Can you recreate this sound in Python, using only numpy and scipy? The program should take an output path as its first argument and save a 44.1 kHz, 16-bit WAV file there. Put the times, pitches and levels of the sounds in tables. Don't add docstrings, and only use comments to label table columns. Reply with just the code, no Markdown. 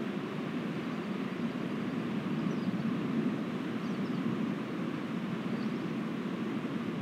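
import sys
import numpy as np
from scipy import signal
from scipy.fft import rfft, irfft, next_fast_len
from scipy.io import wavfile

SR = 44100
rng = np.random.default_rng(int(sys.argv[2]) if len(sys.argv) > 2 else 0)


def unload_audio(sound):
    columns = np.transpose(np.atleast_2d(sound))
    steps = np.round(np.clip(columns, -1, 1) * 32767)
    wavfile.write(sys.argv[1], SR, steps.astype(np.int16))


N = 309141

# time in seconds, roar level in dB, tilt toward its upper half in dB.
GUSTS = [(0, -36.5, 2), (.6, -35.5, 1.1), (1.15, -36, 0.5), (1.7, -35.5, 0.6), (2.4, -32.5, -1.5),
         (2.75, -34, -2), (3.2, -32.5, 0.9), (3.7, -36, -1.2), (4.3, -33.5, 0), (4.7, -35.5, .3),
         (5.1, -37, -1.2), (5.6, -34, -0.2), (6.1, -36, 0.8), (6.6, -34.5, 1.8), (7.01, -35, -2)]
# frequency in Hz, relative level per Hz in dB.
ROAR_SPECTRUM = [(20, -66), (50, -49), (75, -33), (110, -17.5), (160, -4.5), (195, -2), (225, -0.5),
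                 (300, -7.5), (350, -9.5), (420, -18.5), (520, -31), (700, -46)]


def crown_roar(pivot_hz=220):
    roar_db, tilt_db = automation(GUSTS)
    roar = wind_noise(ROAR_SPECTRUM, flicker_db=0.6, rate_hz=1.3)
    deep = signal.sosfiltfilt(signal.butter(2, pivot_hz, fs=SR, output="sos"), roar)
    upper = roar - deep
    return from_db(roar_db) * (from_db(tilt_db) * upper + from_db(-tilt_db) * deep)


# time in seconds, hiss level in dB.
HISS_FADE = [(0.0, -42.5), (7.01, -43.5)]
# frequency in Hz, relative level per Hz in dB.
HISS_SPECTRUM = [(200, -16), (330, 5), (420, 3.5), (520, 0), (700, -3), (870, -8), (1000, -3), (1130, -0.5),
                 (1400, -6), (1900, -7.5), (2700, -10), (3800, -17.5), (5200, -31.5), (8000, -50)]


def needle_hiss():
    hiss_db, = automation(HISS_FADE)
    return from_db(hiss_db) * wind_noise(HISS_SPECTRUM, flicker_db=0.5, rate_hz=2.0)


# start in seconds, length in seconds, start pitch in Hz,
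# end pitch in Hz, level in dB.
TWITTER_NOTES = [(.912, .014, 6200, 6000, -65), (.945, .022, 6500, 7300, -68), (.96, .02, 4750, 4400, -65),
                 (1.04, .016, 4600, 4350, -61), (2.312, .016, 4700, 4450, -64),
                 (2.34, .022, 4600, 4250, -64), (2.388, .024, 5250, 4300, -61),
                 (2.462, .022, 4900, 4250, -64), (2.503, .018, 5670, 6000, -60),
                 (2.516, .034, 6050, 4750, -63), (2.559, .018, 5600, 4500, -57),
                 (2.578, .028, 4440, 5100, -59.5), (2.615, .047, 5100, 4250, -56),
                 (2.715, .016, 4400, 4650, -61), (2.8, .018, 4450, 4640, -58),
                 (2.876, .014, 5100, 5400, -67), (2.893, .014, 4900, 4600, -66),
                 (3.798, .012, 4450, 4250, -60), (3.816, .014, 5650, 5480, -63),
                 (3.828, .02, 4450, 4900, -61), (3.841, .012, 5420, 5550, -57),
                 (3.85, 0.028, 4850, 4200, -56), (3.856, 0.081, 6330, 5200, -63),
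                 (3.93, .05, 4850, 3650, -60), (4.01, .012, 4450, 4250, -64),
                 (4.046, .036, 5550, 4700, -56), (4.126, .02, 5200, 4850, -66),
                 (4.143, 0.015, 4770, 4350, -57), (4.165, .016, 4500, 4200, -58),
                 (4.705, .024, 4500, 3950, -64.5), (4.945, .02, 4600, 4300, -62.5),
                 (5.038, .014, 4600, 4900, -65), (5.415, .025, 4500, 4850, -66),
                 (5.495, .022, 3970, 4650, -62), (5.52, .03, 4600, 4450, -65),
                 (5.556, .028, 4230, 4800, -58), (5.594, .03, 4800, 3960, -59),
                 (5.623, .011, 3940, 4900, -49), (5.633, .016, 5450, 5100, -63),
                 (5.658, .017, 5800, 5370, -64), (5.703, .024, 4600, 4900, -63),
                 (5.759, .012, 5100, 5550, -58), (5.792, .036, 4250, 4950, -61)]


def twittering_bird():
    return bird_notes(TWITTER_NOTES, flutter_db=2.5)


# start in seconds, level in dB, pitch shift in Hz.
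TRILL_CHIPS = [(.59, -65, -30), (.74, -64, 30), (.826, -62.5, 20), (.924, -62, 60), (1.02, -63, 40),
               (1.108, -62.5, -60), (1.205, -63.5, -30), (1.31, -63, 20), (1.407, -63, 60),
               (1.5, -62.5, 30), (1.6, -63, 30), (1.7, -62, 120), (1.8, -62.5, 100), (1.892, -61, 20),
               (1.99, -63.5, 20)]


def trilling_bird(length_s=0.0295, start_hz=4450, end_hz=4800):
    chips = [(start_s, length_s, start_hz + shift_hz, end_hz + shift_hz, level_db)
             for start_s, level_db, shift_hz in TRILL_CHIPS]
    return bird_notes(chips, flutter_db=1.5)


def bird_notes(notes, flutter_db, waver_hz=50, arch_share=0.095):
    out = np.zeros(N)
    waver = waver_hz * drift(rate_hz=120)
    for start_s, length_s, start_hz, end_hz, level_db in notes:
        progress = np.linspace(0, 1, round(length_s * SR))
        onset = round(start_s * SR)
        span = slice(onset, onset + len(progress))
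        sweep_hz = end_hz - start_hz
        arch_hz = 4 * progress * (1 - progress) * arch_share * abs(sweep_hz)
        pitch_hz = start_hz + sweep_hz * progress + arch_hz + waver[span]
        swell = np.sqrt(np.abs(np.sin(np.pi * progress)))
        out[span] += from_db(level_db) * swell * np.sin(2 * np.pi * np.cumsum(pitch_hz) / SR)
    return out * from_db(flutter_db * drift(rate_hz=90))


def trunk_scatter(direct, t60_s=0.3, wet_db=-5, predelay_s=0.003):
    t = np.arange(SR // 2) / SR
    cloud = rng.standard_normal(len(t)) * from_db(-60 * t / t60_s) * (t > predelay_s)
    cloud /= np.sqrt(np.sum(cloud ** 2))
    return direct + from_db(wet_db) * signal.fftconvolve(direct, cloud)[:N]


# frequency in Hz, relative level per Hz in dB.
AIR_SPECTRUM = [(3000, -16.5), (5200, 0.5), (6500, -1.5), (7500, -5), (9200, -6.5), (10100, -10),
                (12000, -10.5), (16000, -14.5)]


def airy_treble(level_db=-67.5):
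    return from_db(level_db) * wind_noise(AIR_SPECTRUM, flicker_db=0.5, rate_hz=9.7)


def wind_noise(spectrum, flicker_db, rate_hz):
    size = next_fast_len(N)
    octave = np.log2(np.maximum(np.fft.rfftfreq(size, 1 / SR), 1))
    hz, db = np.transpose(spectrum)
    level_db = np.interp(octave, np.log2(hz), db, left=-200, right=-200)
    coloured = rfft(rng.standard_normal(size)) * from_db(level_db)
    out = np.zeros(N)
    for centre in np.arange(4.5, 15, .5):
        share = np.clip(1 - 2 * abs(octave - centre), 0, 1)
        band = irfft(coloured * share, size)[:N]
        out += from_db(flicker_db * drift(rate_hz)) * band
    return rms_one(out)


def drift(rate_hz):
    hop, warm_up = 40, 2000
    pole = np.exp(-2 * np.pi * rate_hz * hop / SR)
    noise = rng.standard_normal(N // hop + warm_up + 2)
    wander = signal.lfilter([1], [1, -2 * pole, pole * pole], noise)[warm_up:]
    return np.interp(np.arange(N) / hop, np.arange(len(wander)), rms_one(wander))


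def automation(rows):
    times_s, *columns = np.transpose(rows)
    return [np.interp(np.arange(N) / SR, times_s, column) for column in columns]


def from_db(db):
    return 10 ** (np.asarray(db) / 20)


def rms_one(x):
    return x / np.sqrt(np.mean(x ** 2) + 1e-20)


def scene():
    birds = twittering_bird() + trilling_bird()
    return (crown_roar() + needle_hiss() + trunk_scatter(birds) + airy_treble())[None]


def record(dry, cutoff_hz=15705):
    low_pass = signal.ellip(16, .3, 70, cutoff_hz, fs=SR, output="sos")
    settled = signal.sosfilt_zi(low_pass)[:, None] * dry[:, :1]
    return signal.sosfilt(low_pass, dry, zi=settled)[0]


dry = scene()
out = record(dry)
unload_audio(out)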